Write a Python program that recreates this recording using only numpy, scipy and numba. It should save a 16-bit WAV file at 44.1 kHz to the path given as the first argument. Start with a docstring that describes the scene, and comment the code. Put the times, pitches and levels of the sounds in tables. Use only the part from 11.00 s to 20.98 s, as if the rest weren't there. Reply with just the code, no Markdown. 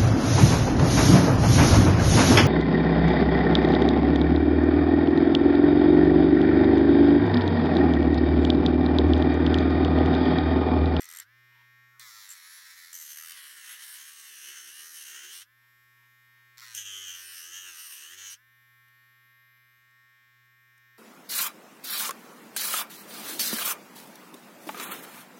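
"""Dog nail grinding

A small battery nail grinder, close by, sands a dog's nails in three passes and idles between them.
The motor hums and its brushes buzz once a turn; pressing on the nail slows it from about 122 to 60 turns a second.
Much the same grit meets the nail on every turn and rings nail, guard and shell; now and then the nail chatters.
Fingers rustle and tick on the paw and the plastic body, over a quiet room."""
import sys
import numpy as np
from scipy import signal
from scipy.fft import rfft, irfft, next_fast_len
from scipy.io import wavfile
from scipy.ndimage import uniform_filter1d
from numba import njit

SR = 44100
rng = np.random.default_rng(int(sys.argv[2]) if len(sys.argv) > 2 else 0)


def waveform_to_disk(signal):
    """Save audio, clipped to [-1, 1], as 16-bit WAV at the path in sys.argv[1]."""
    frames = np.transpose(np.atleast_2d(signal))
    scaled = np.clip(frames, -1, 1) * 32767
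    samples = np.round(scaled).astype(np.int16)
    wavfile.write(sys.argv[1], SR, samples)


N = 440118

# Where a source has a trim in its function, the levels listed here are before that trim.

# Harmonics of the free-running hum. Each row: multiple of the shaft speed, relative level in dB.
HUM_ORDERS = [(1, -3), (2, -33), (3, -21.5), (5, -25.5), (6, -34.5), (7, -20), (8, -35), (9, -5.5),
              (10, -16), (11, -8), (12, -11.5), (13, -3.5), (14, -4), (15, 4), (16, -16.5), (17, -2.5),
              (18, -12), (19, -7.5), (20, -8), (21, -20), (22, -21.5), (23, -16.5), (24, -14), (25, -23),
              (26, -17), (27, -15.5), (28, -25.5), (29, -15), (30, -25), (31, -15), (33, -20.5),
              (36, -16.5), (39, -24.5), (42, -20), (44, -22), (45, -18.5), (48, -24), (55, -31.5)]
# How well the housing radiates the hum. Each row: frequency in Hz, gain in dB.
HOUSING = [(55, -63), (85, -20), (122, -7), (220, -30.5), (370, -28), (560, -30.5), (800, -31), (1150, -8),
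           (1750, -10), (2700, -4), (4200, -3)]
# The free motor as the hand turns it, one table per pause.
# Each row: time in seconds, shaft speed in Hz, hum level in dB, brush buzz level in dB.
IDLE = [
    [(0.3, 122.4, -64, -73.5), (0.55, 122.5, -63, -71.5), (0.85, 123.1, -64, -73),
     (0.98, 123.1, -66.5, -70)],
    [(4.52, 122.4, -68, -69.5), (4.7, 122.2, -67, -67.5), (5.1, 122.4, -66.5, -67.5),
     (5.55, 122.2, -63.5, -68.5)],
    [(7.44, 122, -67.5, -70), (7.7, 121.8, -66, -67.5), (8.2, 122.6, -65, -69), (8.6, 122.7, -66, -68.5),
     (8.95, 122.8, -65.5, -72.5), (9.3, 122, -66, -72), (9.6, 122.6, -66.5, -71.5), (9.95, 121.8, -65, -72)],
]
# Colour of the brush buzz. Each row: frequency in Hz, gain in dB.
BRUSH = [(800, -42), (2000, -23), (3000, -18), (3700, -16), (4200, -21), (4950, -20), (5400, -9),
         (6000, -10), (6550, -18), (7400, -15), (8200, -23), (9000, -15), (10300, -18), (11000, -9),
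         (12000, -2), (12600, -2), (13600, -5), (14500, -9), (15600, -10)]
# The guard's opening is raised and the buzz brightens. Each row: start in seconds, end in seconds, level in dB.
LIFTS = [(0.3, 0.99, -85.5), (4.6, 5.569, -89), (8.712, 9.983, -85)]
# Resonances of that opening. Each row: frequency in Hz, width in Hz, level in dB.
OPENING = [(6600, 830, 0.34), (7800, 11000, -1.3)]
# How far the grinder's head is from the paw. Each row: time in seconds, distance in cm.
PAW_CM = [(0.25, 3.3), (0.5, 4), (1.0, 1.91), (4.43, 2.41), (4.65, 7.3), (5.05, 5.9), (5.55, 2),
          (7.35, 1.89), (7.6, 6.95), (8.55, 7), (8.95, 4.4), (9.4, 4.8), (9.95, 2.6)]
# The nail brakes the shaft, one table per pass. Each row: time in seconds, shaft speed in Hz.
PASSES = [
    [(0.0, 84.7), (0.17, 81.9), (0.235, 93.2)],
    [(1.0, 122.2), (1.13, 104.4), (1.2, 102.9), (1.4, 82.4), (1.45, 84.4), (1.56, 89.8), (1.67, 86.1),
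     (1.76, 89.3), (1.89, 84), (1.96, 86.7), (2.07, 73.8), (2.15, 73.1), (2.2, 80.65), (2.33, 83.1),
     (2.39, 75.3), (2.49, 70.5), (2.56, 69), (2.64, 61.7), (2.72, 59.76), (2.77, 61.7), (2.82, 69.6),
     (2.89, 65), (3.12, 77.27), (3.2, 76.2), (3.23, 74.1), (3.27, 73.9), (3.4, 66.5), (3.49, 69.4),
     (3.52, 74.2), (3.58, 67.9), (3.66, 68.5), (3.77, 78.65), (3.9, 81.4), (4.02, 72.5), (4.06, 64.4),
     (4.09, 62.7), (4.15, 64.35), (4.21, 72.2), (4.27, 69.6), (4.35, 88.5), (4.4, 90), (4.44, 104)],
    [(5.57, 121.5), (5.73, 112.4), (5.79, 101.2), (5.85, 103.2), (5.95, 95.9), (6.04, 95.2), (6.1, 88.9),
     (6.32, 94.2), (6.41, 79.6), (6.59, 93.8), (6.67, 90.1), (6.77, 79.9), (6.83, 83.9), (6.94, 68.2),
     (7.0, 68.64), (7.18, 97.9), (7.32, 93.9), (7.35, 102.8)],
]

# Bouts in which the nail skips on the drum once a turn.
# Each row: start in seconds, length in seconds, burst level in dB, drum's high ping in dB relative to the burst.
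SKIPS = [(0.0064, 0.055, -34, -7), (0.088, 0.075, -34, -6), (0.17, 0.004, -29, -4), (0.186, 0.004, -29, -7),
         (0.199, 0.004, -28.5, -1), (0.995, 0.004, -35.5, -10), (1.29, 0.05, -36, 4.5),
         (1.304, 0.02, -40, 6), (1.929, 0.004, -32, 3), (1.9363, 0.004, -57, -2), (5.7484, 0.004, -29, -2)]
# The drum brushes the nail once a turn. Each row: start in seconds, length in seconds, burst level in dB.
TOUCHES = [(5.5726, 0.004, -48), (5.5801, 0.03, -41.5), (5.6645, 0.02, -46.5)]
# Resonances rung by the skips and handling ticks. Each row: frequency in Hz, width in Hz, level in dB.
CHATTER_MODES = [(1450, 570, -8), (3050, 940, -5.5), (6000, 1100, -3), (8660, 1400, 0), (11260, 600, -10),
                 (12200, 890, 2)]
# The drum's high ping. Each row: frequency in Hz, width in Hz, level in dB.
PING = [(7460, 400, 9.5)]

# Each way the nail lies on the drum; levels hold at the usual drag with the drum lying flat.
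# Each row: start in seconds, end in seconds, rasp in dB, push on the shell in dB, bite in dB, dust hiss in dB,
# toe thump in dB, balance of the 11 kHz over the 12 kHz ring in dB, bite growth in dB per second,
# once-a-turn wobble depth as a natural-log gain.
CONTACTS = [ (0.008, 0.227, -59.5, -53.5, -63, -61, -84, -7, 1, 0.079),
            (0.997, 1.931, -56, -57.5, -82, -58.5, -99, 15, -20, 0.16),
            (1.929, 2.149, -57.5, -58, -57, -50.5, -90, 4, 10, 0.12),
            (2.147, 2.325, -58, -50, -55, -48, -86, -4, 10, 0.53),
            (2.324, 2.834, -58, -51, -52.5, -53, -80.5, 9, -6, 0.16),
            (2.822, 3.304, -57.5, -53, -52, -50.5, -82, 4, 0, 0.12),
            (3.3, 4.425, -62, -55, -50.5, -53, -75, 2.5, -1, 0.17),
            (5.613, 5.659, -55.5, -50, -75, -69, -82, 6, 3, 0.091),
            (5.656, 5.746, -62, -52, -61, -56, -87, 6, 70, 0.53),
            (5.747, 5.86, -77, -51, -42.5, -49.5, -77.5, -10, -21, 0.13),
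            (5.855, 6.165, -76, -51, -42.5, -52, -74.5, -11.5, -6, 0.22),
            (6.16, 7.343, -61, -53, -47.5, -51.5, -73.5, -5.5, -0.5, 0.15), ]
# The hand rocks the drum towards the nail's edge and back.
# Each row: middle in seconds, length in seconds, tilt from 0 to 1.
ROCKS = [(2.47, 0.62, 0.35), (2.9, 0.31, 0.62), (3.41, 0.66, 0.56), (3.77, 0.38, 0.69), (3.98, 0.3, 0.66),
         (4.38, 0.19, 0.9), (5.76, 0.058, 0.9), (6.32, 0.61, 1.0), (6.86, 0.54, 0.85), (7.32, 0.075, 0.86)]
# The hand presses harder or eases off. Each row: middle in seconds, length in seconds, change in dB.
PRESSES = [(2.155, 0.058, -3.5), (2.22, 0.11, -1), (2.78, 0.13, 0), (3.17, 0.53, -2.5), (3.88, 0.22, -1),
           (4.2, 1, 2.5), (5.752, 0.011, 3), (5.78, 0.059, 4), (5.84, 0.042, -4.5), (6.1, 0.12, 1),
           (6.55, 0.11, 1.5), (7.165, 0.048, -5), (7.29, 0.23, 1.5)]
# Brief level changes of one layer: rasp, shell ring, low nail ring or high nail ring.
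# Each row: middle in seconds, length in seconds, change in dB.
RASP_SWELLS = [(1.13, 0.44, 0.5), (1.37, 0.24, -2.5), (6.36, 0.26, 1), (6.58, 0.37, -15),
               (7.14, 0.19, -0.5)]
SHELL_SWELLS = [(3.55, 0.18, 6), (4.2, 0.28, 3), (6.17, 0.18, 3), (6.68, 0.13, 4), (6.97, 0.2, -2),
                (7.2, 0.25, 3)]
NAIL_LOW_SWELLS = [(2.74, 0.27, 5), (3.9, 0.22, -10), (5.71, 0.14, -7), (5.98, 0.29, -2), (6.57, 0.1, 0)]
NAIL_RING_SWELLS = [(0.08, 0.44, 5), (2.48, 0.37, -18), (6.3, 0.16, -10.5), (7.29, 0.17, 2)]
# Colours of the coarse rasp and the fine dust hiss. Each row: frequency in Hz, gain in dB.
RASP = [(200, -27.5), (600, -45.5), (850, -5), (1200, 6), (2000, 12.5), (2800, -2), (3600, 10.5),
        (4500, 11.5), (4870, 5.5), (5500, 12.5), (6300, 5), (7300, 6.5), (8200, -3.5), (15000, 2)]
HISS = [(900, -52), (3000, -20), (5300, 5), (7500, -13), (8400, 9), (10500, -1), (13200, -0.5),
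        (15700, 0.5)]
# The shell's resonance, lower under a firm nail: Hz when light, Hz when firm, width in Hz.
SHELL_RING_HZ = (1930, 1744, 718)
# The nail's lowest and upper resonances: Hz lying flat, Hz fully tilted, width in Hz.
NAIL_LOW_HZ = (3010, 2880, 583)
NAIL_RING_HZ = (6360, 5810, 1230)
# Resonances of the guard's mouth.
# Each row: Hz lying flat, Hz fully tilted, width in Hz, dB lying flat, dB fully tilted.
DUST_RINGS = [(8600, 8000, 1500, -4.5, -17.5), (9730, 9100, 620, -7.5, -6), (11300, 11360, 1530, -5.5, -8),
              (11930, 12400, 1300, -6.5, -9), (14700, 22000, 3600, -10.5, 3)]
# The guard's cup rings hollow while the toe covers it. Each row: middle in seconds, length in seconds, level in dB.
HOLLOWS = [(0.103, 0.29, -57.5), (1.113, 0.53, -58), (2.232, 0.094, -56), (5.629, 0.06, -52.5)]
# The cup's and the toe's resonances. Each row: frequency in Hz, width in Hz, level in dB.
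CUP = [(1390, 360, 2)]
TOE = [(365, 113, -5)]
# A nail held on its edge squeals.
# Each row: start in seconds, end in seconds, starting level in dB, growth in dB per second.
SQUEALS = [(1.941, 2.247, -39.5, -23), (2.836, 2.954, -53, 3)]
# Guard resonances that colour the squeal. Each row: frequency in Hz, width in Hz, level in dB.
GUARD = [(6184, 610, 15.5), (7250, 860, 4), (8580, 507, 2), (9410, 390, -1), (11950, 700, 8.5),
         (12400, 800, 6.5)]

# Fingers rub. Each row: middle in seconds, length in seconds, level in dB.
RUSTLES = [(0.59, 0.26, -71), (4.663, 0.26, -74.5), (4.984, 0.32, -76), (5.362, 0.38, -78),
           (7.884, 0.036, -78), (8.57, 0.032, -80), (8.878, 0.16, -87), (9.736, 0.06, -85)]
# Faint handling ticks. Each row: start in seconds, burst level in dB.
TICKS = [(7.883, -59), (8.573, -62), (8.908, -60), (9.455, -62), (9.73, -67), (9.778, -52)]
# Body resonances under the fingers. 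Each row: frequency in Hz, width in Hz, level in dB.
GRIP = [(960, 120, 3.2), (2060, 1300, -2), (3060, 580, -9)]
# Colour of the quiet room. Each row: frequency in Hz, gain in dB.
ROOM = [(25, -12), (70, 1), (160, -7), (235, -1.5), (290, -9), (550, -20), (900, -16), (1700, -1),
        (2600, -7), (4500, -16), (9000, -23), (15000, -23)]

FREE_HZ = 122.3  # reference speed of the unloaded shaft
SPIN_UP_S = .042  # time constant of the recovery once the nail lifts off
RELEASE_S = 0.01  # time constant with which a held sound or contact dies
LIFT_S = 0.2  # time the hand takes to raise the opening
USUAL_DRAG = 0.44  # share of the speed lost at which the contact levels hold
FIRM_BITE_DB = -51  # the bite at which the toe is firmly coupled to the drum
RING_DRIFT, RING_FLICKER_DB = 0.007, 1.8  # wander of pitch as a share, and of the mouth's level
PATCHY_DB = 1.02  # each of the nail's rings swells and fades on its own
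ROOM_DB, TOP_HZ, SOUND_CM_S = -81, 15850, 34300

T = np.arange(N) / SR
SIZE = next_fast_len(N + 8192, real=True)
FREQ = np.maximum(np.arange(SIZE // 2 + 1) * SR / SIZE, 1)


def amp(db):
    """Decibels to gain."""
    return 10 ** (np.asarray(db) / 20)


def unit(x):
    """Scale to rms 1."""
    return x / np.sqrt(np.mean(x ** 2))


def curve(rows, axis=1):
    """One column of a table, joined by straight lines in time."""
    rows = np.asarray(rows)
    return np.interp(T, rows[:, 0], rows[:, axis])


def walk(rate, step=1):
    """Slow random wander with a spread near 1, taking rate steps a second."""
    steps = rng.standard_normal(1024)
    return 1.3 * np.interp(T[::step] * rate, np.arange(len(steps)), steps)


def swells(events):
    """A smooth rise and fall for each (middle s, length s, height) event."""
    out = np.zeros(N)
    for s, length, height in events:
        start, end = np.searchsorted(T, [s - length / 2, s + length / 2])
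        out[start:end] += height * np.cos(np.pi * (T[start:end] - s) / length) ** 2
    return out


def held(start, end, ramp_s=0.0025):
    """Gain that rises around the start, holds and dies away after the end."""
    rise = np.clip((T - start) / ramp_s + .5, 0, 1)
    return rise * np.exp(-np.clip((T - end) / RELEASE_S, 0, 60))


def slope(points, hz):
    """Level in dB of a (Hz, dB) spectrum at any frequency."""
    f, db = np.transpose(points)
    return np.interp(np.log(hz), np.log(f), db)


def colour(x, gain):
    """Causal (minimum-phase) filter with the given gain at each frequency."""
    cepstrum = irfft(np.log(gain + 1e-5), SIZE)
    # folding the cepstrum forward in time gives the minimum phase
    cepstrum[1:SIZE // 2] *= 2
    cepstrum[SIZE // 2 + 1:] = 0
    return irfft(rfft(x, SIZE) * np.exp(rfft(cepstrum)), SIZE)[:N]


def shaped(x, points):
    """Sound coloured by a spectrum."""
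    return colour(x, amp(slope(points, FREQ)))


def ring(x, modes):
    """Sound passed through steep-sided resonances."""
    gain = 0
    for hz, width, db in modes:
        detune = (FREQ ** 2 - hz ** 2) / (FREQ * width)
        gain = gain + amp(db) / (1 + detune ** 2)
    return colour(x, gain)


@njit
def moving_band(x, hz, width):
    """State-variable band-pass whose centre moves."""
    y, band, low = np.empty(len(x)), 0., 0.
    for i in range(len(x)):
        g, damping = np.tan(np.pi * hz[i] / SR), width / hz[i]
        v = (band + g * (x[i] - low)) / (1 + g * (g + damping))
        band, low, y[i] = 2 * v - band, low + 2 * g * v, damping * v
    return y


def sliding(x, resonance, share):
    """A steep, slightly wandering resonance, at its first Hz for share 0 and its second for share 1; rms 1."""
    rest, moved, width = resonance
    hz = (rest + (moved - rest) * share) * (1 + RING_DRIFT * walk(10))
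    once = moving_band(x, hz, float(width))
    return unit(moving_band(once, hz, float(width)))


def rough_surface(turns, memory_turns, fresh, slip_us, count):
    """Clicks from bumps fixed round a shaft: they return each turn, wear slowly, and are partly new each time."""
    laps = int(turns[-1]) + 1
    angle = (np.arange(count) + rng.random(count)) / count
    wear, chance, slip = rng.standard_normal((3, 1400, count))
    keep = np.exp(-1 / max(memory_turns, 1))
    first = rng.standard_normal((1, count))
    worn = signal.lfilter([np.sqrt(1 - keep ** 2)], [1, -keep], wear, axis=0, zi=first)[0]
    # the slower the shaft, the more the nail tears and slips
    lap_s = np.gradient(np.interp(np.arange(laps), turns, T))
    labour = (FREE_HZ * lap_s)[:, None] ** 1.3
    height = (worn[:laps] + fresh * labour * chance[:laps]) / np.hypot(1, fresh * labour)
    when = np.interp(np.arange(laps)[:, None] + angle, turns, T, right=-1)
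    when = when + 1e-6 * slip_us * labour * slip[:laps]
    place, height = when[when > 0] * 2 * SR, height[when > 0]
    # twice oversampled, each click shared by two samples
    index, part = place.astype(int), place % 1
    clicks = np.bincount(index, height * (1 - part), 2 * SIZE)
    clicks = clicks + np.bincount(index + 1, height * part, 2 * SIZE)
    return signal.resample_poly(clicks, 1, 2)[:N]


def room():
    """Steady coloured noise of a quiet room."""
    return amp(ROOM_DB) * unit(shaped(rng.standard_normal(N), ROOM))


def shaft_speed():
    """The nail brakes the shaft during a pass; afterwards the motor spins up to its free speed."""
    free = curve(np.vstack(IDLE))
    lost = np.zeros(N)
    for rows in PASSES:
        start, end = rows[0][0], rows[-1][0]
        lost += (T >= start) * (free - curve(rows)) * np.exp(-np.maximum(T - end, 0) / SPIN_UP_S)
    return uniform_filter1d(free - lost, size=900)


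def motor_hum(hz, turns, waver_db=1.0, load_db=-9, muffle_db=-4, stagger_db=4):
    """Shaft harmonics slide through the housing's resonances and weaken under load."""
    slow_hz = hz[::64]  # gains are worked out every 64 samples
    load = np.clip(2 * (1 - slow_hz / FREE_HZ), 0, 1)
    hum = np.zeros(N)
    for k, db in HUM_ORDERS:
        housing_db = slope(HOUSING, k * slow_hz) - slope(HOUSING, k * FREE_HZ)
        # under load the overtones weaken further and every order comes and goes
        loaded_db = load * (load_db + muffle_db * (k > 1) + stagger_db * walk(12, step=64))
        level_db = db + housing_db + loaded_db + waver_db * walk(5, step=64)
        gain = np.interp(T, T[::64], amp(level_db))
        # two opposite magnetic kicks a turn line up the odd orders; the even ones lie a quarter cycle off
        offset = (k % 2 == 0) / 4 + .07 * rng.standard_normal()
        # the housing delays each frequency differently and spreads every kick into a short burst
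        spread = .012 * k ** 2
        hum += gain * np.sin(2 * np.pi * (k * turns + offset + spread))
    return hum / np.sqrt(sum(amp(db) ** 2 for k, db in HUM_ORDERS) / 2)


def paw_echo(x, echo_db=-14):
    """Sound plus its reflection from the paw and hand: the colour shifts as the grinder moves."""
    delay_s = 2 * curve(PAW_CM) / SOUND_CM_S
    return x + amp(echo_db) * np.interp(T - delay_s, T, x)


def motor(hz, turns, hum_db=4.0, buzz_db=-3.5):
    """The shaft hums; brush ticks repeating each turn buzz above it, brighter while the opening is raised."""
    idle = np.vstack(IDLE)
    hum = motor_hum(hz, turns) * amp(curve(idle, axis=2) + hum_db)
    ticks = paw_echo(rough_surface(turns, memory_turns=450, fresh=.1, slip_us=1.5, count=60))
    buzz = unit(shaped(ticks, BRUSH)) * amp(curve(idle, axis=3) + buzz_db)
    raised = sum(amp(db) * held(start, end, ramp_s=LIFT_S) for start, end, db in LIFTS)
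    return hum + buzz + raised * unit(ring(ticks, OPENING))


def scrapes(events, length_s):
    """A short burst of friction noise for each (s, dB) event."""
    envelope = np.zeros(N)
    age = np.arange(2048) / SR / length_s
    for s, db in events:
        start = max(int(s * SR), 0)
        envelope[start:start + len(age)] += amp(db) * age * np.exp(1 - age)
    return envelope * rng.standard_normal(N)


def bounces(bouts, turns, scatter_db=0.5):
    """(s, dB) of single knocks, one each turn for as long as a bout lasts."""
    knocks = []
    for s, length, db in bouts:
        chance = rng.standard_normal(16)
        times = np.interp(np.interp(s, T, turns) + np.arange(len(chance)), turns, T)
        knocks += [(t, db + scatter_db * c) for t, c in zip(times, chance) if t <= s + length]
    return knocks


def chatter(turns, skip_db=-1, touch_db=-6):
    """Hard skips on the turning drum ring the guard and the drum's ping; glancing touches only rasp."""
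    hits = bounces([(s, length, db) for s, length, db, ping in SKIPS], turns)
    pings = bounces([(s, length, db + ping) for s, length, db, ping in SKIPS], turns)
    skips = ring(scrapes(hits, length_s=0.0011), CHATTER_MODES)
    skips = skips + ring(scrapes(pings, length_s=0.0014), PING)
    touches = shaped(scrapes(bounces(TOUCHES, turns), length_s=0.0011), RASP)
    return amp(skip_db) * skips + amp(touch_db) * touches


def contact(axis):
    """One column of the contacts through time; each takes over from the one before."""
    rows = np.array(CONTACTS)
    edges = np.r_[0, (rows[1:, 0] * SR).astype(int), N]
    return np.repeat(rows[:, axis], np.diff(edges))


def contact_gain(axis):
    """Gain from one dB column of the contacts, dying away when the nail lifts off."""
    release = np.exp(-np.clip((T - contact(axis=1)) / RELEASE_S, 0, 60))
    return uniform_filter1d(amp(contact(axis)) * release, size=130)


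def efforts(drag, tilt, rasp_tilt_db=4):
    """Gains of rasp, push, bite and dust: drag raises the last three; tilting trades push and bite for rasp and dust."""
    def response(drag_db, tilt_db):
        return amp(drag_db * (drag - USUAL_DRAG) + tilt_db * tilt)
    growth_db = contact(axis=8) * (np.minimum(T, contact(axis=1)) - contact(axis=0))
    rasp = contact_gain(axis=2) * amp(rasp_tilt_db * tilt)
    push = contact_gain(axis=3) * response(drag_db=12.5, tilt_db=-2.5)
    bite = contact_gain(axis=4) * response(drag_db=7.5, tilt_db=-2.0) * amp(growth_db)
    dust = contact_gain(axis=5) * response(drag_db=18.0, tilt_db=9.5)
    return rasp, push, bite, dust


def nail_rings(coarse, tilt, firm, ring_db=0.5):
    """Coarse grit excites two resonances of the nail, which slide as the drum tilts."""
    # a lightly touched nail rings lower, like a tilted one
    loose = np.maximum(tilt, 2 * (1 - firm) ** 2)
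    low_gain = amp(swells(NAIL_LOW_SWELLS) + PATCHY_DB * walk(14))
    high_gain = amp(ring_db + swells(NAIL_RING_SWELLS) + PATCHY_DB * walk(14))
    return low_gain * sliding(coarse, NAIL_LOW_HZ, tilt) + high_gain * sliding(coarse, NAIL_RING_HZ, loose)


def toe_thump(turns, drag, tilt, catch, toe_tilt_db=-7):
    """The eccentric drum thumps the toe's resonance with low shaft harmonics, mostly when it lies flat."""
    lumps = np.zeros(N)
    for k in range(3, 8):
        phase = k * turns + rng.random() + .4 * drag * walk(25)
        lumps += amp(4 * walk(16)) * np.sin(2 * np.pi * phase)
    return contact_gain(axis=6) * amp(toe_tilt_db * tilt) * unit(ring(lumps * catch, TOE))


def dust_hiss(grit, edge_grit, tilt, broad_db=-3):
    """Fine grit hisses; grit at the drum's edge rings the guard's mouth, each resonance shifting and swelling alone."""
    out = amp(broad_db) * unit(shaped(grit, HISS))
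    balance = uniform_filter1d(contact(axis=7), size=1500) / 2
    sides = (0, 0, 1, -1, 0)  # the balance lifts the 11 kHz ring and lowers the 12 kHz one
    for (flat, tilted, width, flat_db, tilted_db), side in zip(DUST_RINGS, sides):
        db = flat_db + (tilted_db - flat_db) * tilt + side * balance + RING_FLICKER_DB * walk(11)
        out = out + amp(db) * sliding(edge_grit, (flat, tilted, width), tilt)
    return out


def edge_squeal(coarse):
    """A nail held on its edge drives the guard's resonances, growing or fading steadily."""
    level = np.zeros(N)
    for start, end, db, rate in SQUEALS:
        level += held(start, end) * amp(db + rate * (np.clip(T, start, end) - start))
    return level * unit(ring(coarse, GUARD))


def sanding(hz, turns, drag, rasp_db=5.5, shake_db=-10):
    """Grit scrapes the nail, hardest once a turn; a deeper bite brings out the nail's own resonances."""
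    catch = amp((.4 + 1.5 * drag) * walk(45))  # the nail catches and slips a little
    since_touch = turns - np.interp(contact(axis=0), T, turns)
    wobble = contact(axis=9) * np.cos(2 * np.pi * since_touch)
    pressure = catch * np.exp(wobble) * amp(swells(PRESSES))
    skim = pressure * rough_surface(turns, memory_turns=16, fresh=.24, slip_us=4.5, count=70)
    coarse = pressure * rough_surface(turns, memory_turns=22, fresh=.13, slip_us=7.5, count=55)
    fine = pressure * rough_surface(turns, memory_turns=16, fresh=.35, slip_us=3, count=160)
    edge = pressure * rough_surface(turns, memory_turns=16, fresh=.35, slip_us=3, count=160)
    # the shell is shaken through the bearing, by its own pattern of knocks
    knocks = pressure * rough_surface(turns, memory_turns=12, fresh=.22, slip_us=14, count=40)
    tilt = swells(ROCKS)
    rasp, push, bite, dust = efforts(drag, tilt)
    firm = np.clip(bite / amp(FIRM_BITE_DB), 0, 1)

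    rasping = amp(rasp_db + swells(RASP_SWELLS)) * rasp * unit(shaped(skim, RASP))
    shell = amp(swells(SHELL_SWELLS)) * push * sliding(knocks, SHELL_RING_HZ, np.sqrt(firm))
    hollow = swells([(s, length, amp(db)) for s, length, db in HOLLOWS]) * unit(ring(skim, CUP))
    # the eccentric drum also rocks the housing
    shake = amp(shake_db + slope(HOUSING, hz)) * np.sin(2 * np.pi * turns)
    biting = bite * (nail_rings(coarse, tilt, firm) + shake)
    thump = toe_thump(turns, drag, tilt, catch)
    hiss = dust * dust_hiss(fine, edge, tilt)
    return rasping + shell + hollow + biting + thump + hiss + edge_squeal(coarse)


def handling(tick_db=-3, knock_db=-4):
    """Fingers rub the paw and plastic body as fluttering noise; short ticks ring the guard and knock the body."""
    moves = swells([(s, length, amp(db)) for s, length, db in RUSTLES])
    rustle = moves * amp(3.3 * walk(26)) * unit(ring(rng.standard_normal(N), GRIP))
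    ticks = scrapes(TICKS, length_s=0.0017)
    return rustle + amp(tick_db) * ring(ticks, CHATTER_MODES) + amp(knock_db) * ring(ticks, GRIP)


def scene():
    """One shaft drives the motor and the drum, over a quiet room."""
    hz = shaft_speed()
    drag = np.clip(1 - hz / FREE_HZ, 0, 1)
    # the nail's drag makes the speed unsteady
    hz = hz * (1 + (.0004 + .005 * drag + .04 * drag ** 3) * walk(35))
    turns = np.cumsum(hz) / SR
    return (room() + motor(hz, turns) + chatter(turns) + sanding(hz, turns, drag) + handling())[None]


def record(dry):
    """A steep elliptic low-pass cuts the top."""
    return signal.sosfilt(signal.ellip(10, .2, 70, TOP_HZ, fs=SR, output="sos"), dry)


dry = scene()
out = record(dry)
waveform_to_disk(out)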